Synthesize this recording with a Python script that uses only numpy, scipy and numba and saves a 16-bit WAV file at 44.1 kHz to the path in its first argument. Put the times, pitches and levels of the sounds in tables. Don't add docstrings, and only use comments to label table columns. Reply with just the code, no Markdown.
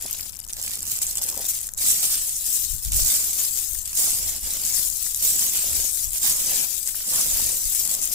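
import sys
import numpy as np
from scipy import signal
from scipy.fft import rfft, irfft
from scipy.io import wavfile
from scipy.ndimage import uniform_filter1d
from numba import njit

SR = 44100
rng = np.random.default_rng(int(sys.argv[2]) if len(sys.argv) > 2 else 0)


def log_audio(samples):
    frames = np.atleast_2d(samples).T
    limited = np.clip(frames, -1, 1)
    pcm = np.round(limited * 32767).astype(np.int16)
    wavfile.write(sys.argv[1], SR, pcm)


N = 358974

# each layer scales them. +pan is left.
# start_s, length_s, dug_in_s, rattle_db, drift_db_per_s, clatter_db, bed_db, spill_db, flow_per_s,
# draw_left_s, pan_from_db, pan_to_db
STROKES = [(-0.02, .315, 0.38, -33, -17.5, -40.5, -58.5, -50, 2400, 0.44, 4.5, 17),
           (0.524, 1.13, 1.04, -38, 5, -39.5, -55, -47, 1600, 1.02, 0.5, 5.2),
           (1.768, 1.0, 0.4, -24, -7.5, -34, -51.5, -35, 8000, 0.89, 0.5, 12.8),
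           (2.913, .875, 0.5, -21.5, -10, -38.5, -51, -34, 8500, 0.73, 0, 16),
           (3.937, .44, 0.4, -19, -28.5, -35, -48.5, -35, 8000, 0.34, 0.5, 3.2),
           (4.40, .72, 0.35, -30, 2.5, -37, -50.5, -31, 6500, 0.51, 4, 12.6),
           (5.186, .87, 0.57, -23.5, -4.5, -35, -49, -31, 8000, 0.752, 0.5, 11.2),
           (6.187, .615, 0.46, -22.5, -11.5, -33.5, -48, -30, 8500, 0.52, -0.5, 14.7),
           (7.05, .765, 0.46, -24, -3, -35.5, -45, -30, 8500, 0.68, 1.5, 9.2),
           (7.814, .33, 0.4, -36.5, 17, -40, -52.5, -33, 4500, 0.21, 7.5, 7.4)]
# start_s, length_s, rattle_db, clatter_db
SLIDES = [(0.109, .035, -35, -57.5), (0.152, 0.047, -36.5, -64), (0.312, .16, -49, -47.5),
          (0.475, .05, -38, -43), (0.537, .025, -37, -50), (0.62, .08, -32, -41), (0.7, .07, -33.5, -43),
          (0.858, .13, -30.5, -46), (0.905, .03, -28, -36), (1.004, 0.05, -26, -37),
          (1.054, 0.074, -29.5, -59), (1.166, 0.027, -27.5, -34), (1.212, .05, -27, -39),
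          (1.27, 0.036, -27, -37), (1.394, .06, -32.5, -38), (1.439, .04, -31, -45),
          (1.474, .045, -23.5, -47), (1.533, 0.056, -31, -57), (1.767, .03, -29, -39),
          (1.858, 0.077, -21, -41), (2.014, .06, -22, -31.5), (2.096, 0.077, -25, -34),
          (2.442, .22, -27.5, -61), (2.511, 0.067, -24.5, -60), (2.687, .07, -31.5, -62),
          (2.82, .05, -30.5, -48), (2.862, .07, -36, -44), (2.912, .025, -30, -29), (2.98, 0.04, -24, -29),
          (3.05, 0.12, -25, -34), (3.367, 0.11, -27.5, -41), (3.558, 0.07, -30, -42),
          (3.841, 0.12, -34, -42.5), (4.09, 0.027, -22.5, -38), (4.27, 0.045, -27, -47),
          (4.646, .075, -28, -49), (4.727, 0.088, -24.5, -35), (4.805, .09, -26.5, -50),
          (5.017, 0.066, -28.5, -55), (5.146, 0.07, -31, -59), (5.217, 0.1, -23.5, -41),
          (5.374, 0.073, -28, -39), (5.534, 0.075, -30, -34), (5.731, 0.16, -26.5, -37),
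          (5.987, 0.063, -33.5, -53), (6.127, .07, -27, -39.5), (6.227, 0.11, -23.5, -30),
          (6.458, 0.2, -27.5, -33.5), (6.853, .06, -30.5, -37), (6.935, .14, -33, -39.5),
          (7.118, 0.13, -26, -33.5), (7.296, 0.17, -29, -35.5), (7.706, 0.17, -27.5, -46),
          (7.882, 0.075, -25, -52), (8.01, 0.055, -24.5, -44), (8.111, .04, -26, -42)]
def hand(bite_s=.05, settle_s=.025, lift_s=.1, spill_s=.45, ease_db_per_s=5.5):
    t, along = np.arange(N) / SR, np.linspace(0, 1, 12)
    slides = swells([(s, length, db) for s, length, db, _ in SLIDES], rise_s=.015, fall_s=.04)
    clatter = swells([(s, length, db) for s, length, _, db in SLIDES], rise_s=.015, fall_s=.04)
    rattle, bed, path = slides + undb(-49) ** 2, 0, []
    flow = 500 + 2000 * np.sqrt(slides) / undb(-28)
    for (start, length, dug_s, rattle_db, drift, clatter_db, bed_db, spill_db,
         rate, draw_s, from_db, to_db) in STROKES:
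        age, after = np.clip(t - start, 0, length), np.maximum(t - start - length, 0)
        moving = np.minimum(age / bite_s, 1) * np.exp(-np.minimum(after, 1) / settle_s)
        buried = moving * np.exp(-np.maximum(age - dug_s, 0) / lift_s) * undb(-ease_db_per_s * age)
        spill = undb(spill_db) * np.minimum(after / settle_s, 1) * np.exp(-after / spill_s)
        rattle = rattle + (moving * undb(rattle_db + drift * age)) ** 2 + spill ** 2
        clatter = clatter + (buried * undb(clatter_db)) ** 2
        bed = bed + (buried * undb(bed_db)) ** 2
        flow = flow + rate * moving + 4200 * spill / undb(-30)
        pan_db = from_db + (to_db - from_db) * along ** 2.13
        path += [*zip(start + draw_s * along, pan_db), (start + length, to_db)]
    powers = [rattle, clatter + rattle * undb(-25.5) ** 2, bed + rattle * undb(-34) ** 2]
    stumble_db = .72 * walk(25)
    return 10 * np.log10(powers) + stumble_db, flow, curve(sorted(path))[0]


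def raking():
    (rattle_db, clatter_db, bed_db), flow, pan_db = hand()
    flow = np.clip(flow, 50, 9000)
    steady = (flow / 3000) ** 1.3
    slips = avalanches(rate=190, rise_ms=.6, decay_ms=.9, spread=1.4)
    jerk = np.sqrt((slips + steady) / (1 + steady))
    wet_db = 1 + 7 * np.log10(flow / 5000)
    lag_ms = .16 - .0309 * pan_db
    rattle = surface_rattle(flow, jerk, lag_ms, wet_db) * undb(rattle_db + 3)
    clatter = large_shells(flow, jerk, lag_ms, wet_db - 2) * undb(clatter_db)
    bed = shell_bed(flow, jerk, lag_ms) * undb(bed_db)
    return phone_shadow(rattle, pan_db) + clatter * sides(.5 * pan_db) + bed * sides(.13 * pan_db)


# frequency_hz, gain_db
SHELL_COLOUR = [(300, -38.5), (1000, -32), (2000, -22.5), (3200, -19.5), (4200, -18.5), (5200, -14),
                (6300, -9), (7500, -4), (9000, -7), (11000, -7.5), (13500, -7.5), (16000, -8.5)]
def surface_rattle(flow, jerk, lag_ms, wet_db):
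    rattle = contacts(2 * flow, 3500, 16500, decay_ms=.13, lag_ms=lag_ms, jitter_ms=.07, beam_db=4)
    accent = undb(-12) * np.sqrt(flow / 7000)
    loose = accent * even(clinks(flow, 3400, 9500, decay_ms=2.8), span_s=.4)
    chips = contacts(flow / 70, 4000, 13000, decay_ms=.05, lag_ms=lag_ms, jitter_ms=.07, beam_db=3,
                     count=2000)
    rattle = scatter(even(rattle * jerk, span_s=.14) + loose, decay_ms=5.5, wet_db=wet_db)
    rattle += accent * even(chips, span_s=.4)
    return even(colour(rattle, SHELL_COLOUR), span_s=.028)


# time_s, relative_db, pitch_hz, pan_db, skid_ms
SNAPS = [(.0235, -13, 10300, 0, 1.8), (.1097, -7.5, 11100, 10, .9), (.1284, -5.5, 7290, 3, .7),
         (.209, -10.5, 11300, 10, 1.3), (.2176, -17, 13900, 14, .6), (.2522, -20, 10600, 10, .8),
         (.2934, -19, 9000, 10, 1.4), (.3219, -22, 9130, 14, .8), (.3475, -25, 10000, 12, 1),
         (.413, -26, 9500, 12, 1.2), (.3407, -22, 10500, 14, 1.2), (.3565, -23, 9000, 13, 1.5),
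         (.3691, -17, 7140, 12, .7), (.3903, -13.5, 12000, 14, .5), (.4007, -13, 10800, 14, .7),
         (.4366, -27, 11500, 10, 2.2), (.4485, -23, 10400, 12, 3), (.476, -24, 9850, -1.5, 2),
         (.4857, -20, 6380, 0, 1.8), (.5033, -20, 8440, -6, .9), (.5273, -15, 8200, 12, .7),
         (.5324, -7, 6060, -7, .8), (.568, -24, 7000, 0, 2), (.5774, -20, 13500, 5, .8),
         (.5976, -14, 6430, 5, 1), (.614, -14, 8300, -1, 1.5), (.6261, -15, 7590, 0, 2.7),
         (.708, -15, 7770, -2.5, 1.2), (.7337, -14, 9500, -7, 1.3), (.7545, -13, 8860, -2, 1.5),
         (.805, -16, 7470, 0, 1.5), (.8285, -15, 7960, 2, 2.6), (.8614, -18, 7760, 1.5, 1.5),
         (.9163, -11, 7700, -1, 2.3), (.988, -13, 8110, -1, 1.7), (1.0214, -11, 7880, -2, 2.3),
         (1.0321, -10, 8600, -2, 1.8), (1.0668, -13, 7400, 0, 2.2), (1.1107, -14, 8200, 0, 2.3),
         (1.1543, -11, 8140, 1, 1.7), (1.1718, -10, 8500, 2, 3.4), (1.1821, -13.5, 8300, 1, 1.6),
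         (1.2201, -9, 13600, 0, 1.4), (1.2381, -9, 8140, -2, 1.8), (1.2905, -11, 8060, -1, 1.6),
         (1.2992, -12, 7500, -2, 3.2), (1.3311, -17, 7320, 9, .8), (1.3412, -17, 8800, 3, 1.3),
         (1.3543, -15, 9400, 5, 1.2), (1.3754, -12, 7680, 10, 1.5), (1.3932, -15, 8400, 10, 1.2),
         (1.4648, -9, 12500, 1, 1.1), (1.5883, -13, 9000, 6, 1.1), (1.669, -12, 8620, 8, 1.3),
         (1.6776, -18, 9800, 12, 1.2), (1.6888, -17, 7900, 11, 1.9), (1.7363, -12.5, 7450, 11, .8),
         (1.7774, -17, 6730, 0, 2.5), (1.7863, -15, 7210, -.5, 2), (2.2926, -10, 8300, 1, 1.3),
         (2.3658, -13, 7200, 9, 2.1), (2.4424, -10, 9800, 14, .7), (2.7641, -14, 13900, 14, .7),
         (2.7826, -17, 9500, 14, 1.7), (2.8489, -13, 8280, 0, 2.2), (2.9196, -9, 8150, 0, 1.6),
         (2.9326, -9, 8040, -1, 1.6), (2.9442, -8, 8380, -3, 1.1), (3.5644, -13, 6900, 7.5, 1.4),
         (3.574, -11, 6740, 9, 1.3), (3.5877, -9, 11000, 6.5, 1.1), (3.641, -14, 7700, 12, 1.3),
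         (3.7112, -14, 9900, 14, .8), (3.7334, -15, 8800, 14, 1.8), (3.7884, -15, 7300, 12, 1.3),
         (3.7933, -13, 14200, 14, .7), (3.9524, -9.5, 15000, -2, 1.6), (3.9731, -8, 7200, -1, 1.7),
         (4.3627, -14, 7800, -1, 1.6), (4.5056, -11, 13000, 4, 1.5), (4.5358, -12, 8000, 0, 1.8),
         (4.616, -11, 12060, 8, .8), (4.6508, -8, 6800, 0, 1.4), (4.665, -10, 14600, 2, 2.5),
         (4.7007, -9, 13260, 6, .8), (4.8498, -10, 11300, 14, 1.7), (4.9, -10, 7360, 14, 1.5),
         (4.9698, -13, 8200, 11, 1.9), (5.0267, -9, 10600, 14, 1.5), (5.1455, -6.5, 7550, 6, 1.3),
         (5.161, -11, 11400, 11, 1.4), (5.9462, -11, 7100, 13, 1.1), (5.9727, -10, 8600, 9, 1.4),
         (6.0428, -10, 7900, 8, 1.3), (6.1062, -15, 9000, 9, 1.2), (6.1315, -8.5, 12400, 10, 1.4),
         (6.1812, -10, 8300, 0, 1.1), (6.6117, -9, 7750, 6, .8), (6.6684, -11, 14300, 14, .7),
         (6.7062, -13, 8100, 13, .8), (6.7668, -13, 8270, 14, .8), (6.7799, -13, 7200, 13, 1.5),
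         (6.8742, -7, 7810, 9, 1.5), (7.211, -7, 7850, 0, 1.8), (7.3135, -11, 8000, 0, .8),
         (7.4618, -7.5, 7060, 3, .8), (7.57, -10, 11540, 13, .8), (7.7485, -7, 12100, 11, 1.7),
         (7.7938, -11, 7600, 9, 1.6), (7.8514, -10, 7850, 8, 2), (7.8755, -7, 8050, 7, 1.3),
         (7.9119, -11, 7380, 5.5, 1.5), (7.9497, -9, 8400, 5, 2.4), (8.0162, -10, 7580, 11, 1.3),
         (8.0549, -8, 12100, 9, 1.7), (8.0745, -10, 7370, 8, 1.5)]
def snaps(ring_ms=.3, catch_gap_ms=.4, size=600):
    out, t_ms = np.zeros((2, N + 2 * size)), (np.arange(size) - size // 2) / SR * 1000
    tone = lambda age, hz, ms: np.exp(-age / ms) * np.sin(2 * np.pi * hz * age / 1000)
    for s, db, hz, pan_db, skid_ms in SNAPS:
        snap, count = 0, max(int(skid_ms / catch_gap_ms), 2)
        lag_ms = np.array([[.16 - .03 * pan_db], [0]])
        for catch_ms in skid_ms * (np.linspace(-.4, .4, count) + .1 * rng.standard_normal(count)):
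            age = np.maximum(t_ms - catch_ms - lag_ms, 0)
            tick = undb(4) * tone(age, rng.uniform(4000, 15500, (2, 1)), ms=.13)
            force = undb(3 * rng.standard_normal())
            snap = snap + force * (tone(age, hz * rng.uniform(.92, 1.08), ring_ms) + tick)
        snap *= np.sqrt((skid_ms + ring_ms) / 1000 * SR / np.sum(snap ** 2, axis=1, keepdims=True))
        first = int((s + .0011) * SR) - size // 2
        out[:, first:first + size] += undb(db - .7) * snap * sides(pan_db)[:, None]
    return colour(scatter(out[:, :N], decay_ms=2.5, wet_db=-15), SHELL_COLOUR)


# frequency_hz, gain_db
CLATTER_COLOUR = [(400, -2), (900, -2.5), (1250, -6.5), (1800, -3.5), (2400, 0.5), (3200, 3), (4300, 2.5),
                  (5500, 14.5), (8000, 21.5)]
def large_shells(flow, jerk, lag_ms, wet_db):
    clatter = contacts(flow, 1153, 5370, decay_ms=.55, lag_ms=lag_ms, jitter_ms=.02, beam_db=2.5)
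    clatter = scatter(clatter * jerk, decay_ms=5.5, wet_db=wet_db)
    return even(colour(clatter, CLATTER_COLOUR), span_s=.035)


# frequency_hz, gain_db
BED_COLOUR = [(60, 5), (150, 2.5), (260, 0.5), (400, -5.5), (600, -0.5), (900, -6.5), (1400, -7.5),
              (3000, -18.5)]
def shell_bed(flow, jerk, lag_ms):
    bed = contacts(.2 * flow, 137, 1305, decay_ms=1.42, lag_ms=lag_ms, jitter_ms=.2, beam_db=1)
    return even(colour(bed * jerk, BED_COLOUR), span_s=.065)


# time_s, relative_db, pitch_hz
KNOCKS = [(.055, -29, 668), (.0803, -33, 2370), (.128, -26, 5270), (.1944, -26.5, 2410), (0.596, -32, 643),
          (0.6754, -25, 2410), (1.2239, -24, 5520), (1.373, -24, 590), (1.392, -28, 690),
          (1.401, -24.5, 630), (1.416, -36, 740), (1.689, -32.5, 1810), (1.7876, -24, 4690),
          (2.1517, -21, 4700), (3.752, -31.5, 1950), (4.664, -24, 5470), (5.063, -33, 1940),
          (5.066, -32, 1900), (6.9455, -29, 1700), (7.0055, -34, 1880), (7.398, -25, 910),
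          (7.813, -20, 4740), (7.9473, -24, 5170)]
def knocks():
    s, db, hz = np.transpose(KNOCKS)
    knock = rings(s + .0008, undb(db - 1), hz, decay_s=.0011 * (1000 / hz) ** .2)
    return scatter(np.array([knock, knock]), decay_ms=4.3, wet_db=-5)


# start_s, length_s, level_db, pitch_hz
CRUNCHES = [(0.043, 0.027, -46, 450), (1.17, 0.18, -51, 640), (1.365, .09, -47.5, 600),
            (3.981, 0.13, -50, 1050), (5.64, 0.21, -49, 520), (6.239, 0.12, -50, 1160),
            (6.469, .16, -49, 520), (7.125, 0.087, -45, 1160), (7.797, .2, -53.5, 654)]
def crunches(grains_per_s=700, decay_ms=.96, spread_octaves=.3):
    out = np.zeros(N)
    for s, length, db, hz in CRUNCHES:
        count = max(int(grains_per_s * length), 4)
        size, detune = rng.standard_normal((400, 2))[:count].T
        start = s + length * rng.random(400)[:count]
        pitch_hz = hz * 2 ** (spread_octaves * detune)
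        burst = rings(start, undb(4 * size), pitch_hz, np.full(count, decay_ms / 1000))
        out += undb(db) * burst * np.sqrt(length * SR / np.sum(burst ** 2))
    return scatter(np.array([out, out]), decay_ms=3, wet_db=-6)


# frequency_hz, gain_db
BREEZE_COLOUR = [(10, -4.5), (25, -1), (42, -1.5), (65, -12.5), (100, -24), (160, -32), (300, -40),
                 (800, -28.5), (3000, -49)]
GUST_COLOUR = [(10, -10.5), (25, -1), (42, -2.5), (65, -7), (100, -13), (160, -26.5), (300, -42),
               (800, -60), (3000, -75)]
BUFFET_COLOUR = [(30, -5), (110, -1), (220, -6), (400, -27), (1000, -45), (3000, -68)]
# start_s, length_s, relative_db
GUSTS = [(2.6, 0.21, -41), (2.82, 0.25, -34.5), (3.66, 0.22, -46.5), (4.1, 0.84, -48.5), (5.63, 0.21, -40),
         (6.0, 0.13, -43), (7.27, 0.21, -45), (7.6, 0.089, -38)]
def breeze():
    steady, eddies, buffet = (even(colour(rng.standard_normal((2, N)), points), span_s=.075)
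                              for points in (BREEZE_COLOUR, GUST_COLOUR, BUFFET_COLOUR))
    gust_power = swells(GUSTS, rise_s=.064, fall_s=.064) * undb(3 * walk(28) + 5) ** 2
    rumble = steady * undb(-49 + .73 * walk(17)) + eddies * np.sqrt(gust_power)
    buffet *= undb(-42.5) * gust_power / gust_power.max()
    return (rumble + buffet) * sides(12)[:, None]


# time_s, pitch_hz, level_db
HUM = [(0, 90.5, -60.5), (.5, 86.3, -55), (1.8, 82.4, -56.5), (2.4, 78.9, -59), (4.2, 77.56, -56.5),
       (5.2, 77.2, -57.5), (6.2, 77.6, -60), (8.14, 77.9, -80)]
# frequency_hz, gain_db
AIR_COLOUR = [(40, 6.5), (160, -6), (300, -14), (700, -22.5), (1500, -18.5), (5000, -46), (16000, -62)]
def outdoors():
    hz, db = curve(HUM)
    phase = 2 * np.pi * np.cumsum(hz * (1 + .0021 * walk(11))) / SR
    hum = np.sqrt(2) * undb(db + 1.5 * walk(6)) * (np.sin(phase) + undb(-10) * np.sin(2 * phase))
    air = colour(rng.standard_normal(N) + 1.1 * rng.standard_normal((2, N)), AIR_COLOUR)
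    return hum + undb(-51.5) * air / np.sqrt(np.mean(air ** 2))


def contacts(flow, low_hz, high_hz, decay_ms, lag_ms, jitter_ms, beam_db, count=130000):
    chance, normal = rng.random((count, 3)).T, rng.standard_normal((count, 4)).T
    t = np.arange(N) / SR
    due = np.cumsum(-np.log(1 - chance[0]))
    start = np.interp(due, np.cumsum(flow) / SR, t, right=2 * N / SR)
    size = np.sign(chance[2] - .5) * undb(5 * np.minimum(normal[0], 1.9))
    hz = low_hz + (high_hz - low_hz) * chance[1]
    decay_s = decay_ms / 1000 * np.exp(.7 * np.minimum(normal[1], 2))
    lag_s = (np.interp(start, t, lag_ms) + jitter_ms * normal[2]) / 1000
    left, right = size * sides(beam_db * normal[3])
    ports = [rings(start + lag_s, left, hz, decay_s), rings(start, right, hz, decay_s)]
    return np.array(ports) / np.sqrt(flow)


def clinks(flow, low_hz, high_hz, decay_ms, bounce_ms=8, count=900):
    chance, normal = rng.random((count, 3)).T, rng.standard_normal((count, 3)).T
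    busy = np.cumsum(flow)
    start = np.interp(chance[0], busy / busy[-1], np.arange(N) / SR)
    hz = low_hz * (high_hz / low_hz) ** chance[1]
    size = undb(3.5 * np.minimum(normal[0], 1.6))
    decay_s = decay_ms / 1000 * np.exp(.35 * normal[1])
    gap_s = bounce_ms / 1000 * (.5 + chance[2])
    return np.array([sum(rings(start + k * gap_s, size * gain * .7 ** k, hz, decay_s) for k in range(3))
                     for gain in sides(5 * normal[2])])


def avalanches(rate, rise_ms, decay_ms, spread, count=2500):
    wait, size = -np.log(1 - rng.random((count, 2)).T)
    start = np.minimum(np.cumsum(wait) / rate * SR, N).astype(int)
    kicks = np.bincount(start, np.minimum(size, 4) ** spread, N + 1)[:N]
    fade = lambda x, ms: signal.lfilter([1], [1, -np.exp(-1000 / (ms * SR))], x)
    slips = fade(fade(kicks[::-1], rise_ms)[::-1], decay_ms)
    return slips / slips.mean()


def scatter(x, decay_ms, wet_db, size=4096):
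    out, padded = np.zeros((2, N + 3 * size)), np.pad(x, ((0, 0), (size // 2, size)))
    fade = np.exp(-np.arange(size // 4) / SR * 1000 / decay_ms)
    window = signal.get_window("hann", size)
    for i in range(0, N, size // 2):
        tail = rng.standard_normal((2, size // 4)) * fade / np.sqrt(np.sum(fade ** 2))
        echo = signal.fftconvolve(padded[:, i:i + size] * window, tail, axes=1)
        out[:, i:i + echo.shape[1]] += echo
    return x + undb(wet_db) * out[:, size // 2:size // 2 + N]


def phone_shadow(x, pan_db):
    low = signal.sosfiltfilt(signal.butter(2, 10000, fs=SR, output="sos"), x)
    return low * sides(.46 * pan_db) + (x - low) * sides(1.3 * pan_db)


@njit
def rings(start, size, hz, decay_s):
    out = np.zeros(N)
    for k in range(len(start)):
        pole = (2j * np.pi * hz[k] - 1 / decay_s[k]) / SR
        first = int(start[k] * SR) + 1
        z, step = size[k] * np.exp(pole * (first - start[k] * SR)), np.exp(pole)
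        for i in range(max(first, 0), min(first + int(6 * decay_s[k] * SR), N)):
            out[i] += z.imag
            z *= step
    return out


def swells(rows, rise_s, fall_s):
    t = np.arange(N) / SR
    return sum((undb(db) * np.clip((t - s) / rise_s, 0, 1)
                * np.clip((s + length - t) / fall_s + .5, 0, 1)) ** 2 for s, length, db in rows)


def colour(x, points, size=8192):
    hz, db = np.transpose(points)
    log_hz = np.log(np.fft.rfftfreq(size, 1 / SR) + 1)
    cepstrum = irfft(np.log(undb(np.interp(log_hz, np.log(hz), db))))
    cepstrum[1:size // 2] *= 2
    cepstrum[size // 2 + 1:] = 0
    return signal.oaconvolve(x, irfft(np.exp(rfft(cepstrum)))[None], axes=1)[:, :N]


def even(x, span_s):
    size = int(span_s * SR)
    power = uniform_filter1d(uniform_filter1d(np.mean(x ** 2, axis=0), size), size)
    return x / np.sqrt(np.abs(power) + 1e-4 * power.mean())


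def curve(rows):
    s, *columns = np.transpose(rows)
    return [np.interp(np.arange(N) / SR, s, c) for c in columns]


def walk(rate):
    return np.interp(np.arange(N) / SR * rate, np.arange(N // 8), rng.standard_normal(N // 8))


def sides(pan_db):
    gains = undb(np.array([pan_db, -pan_db]) / 2)
    return gains / np.sqrt(np.mean(gains ** 2, axis=0))


def undb(db):
    return 10 ** (np.asarray(db) / 20)


def scene():
    return raking() + snaps() + knocks() + crunches() + breeze() + outdoors()


def record(dry):
    rounded = .8 * np.tanh(dry / .8)
    return signal.sosfilt(signal.ellip(10, .2, 80, 15500, fs=SR, output="sos"), rounded)


dry = scene()
out = record(dry)
log_audio(out)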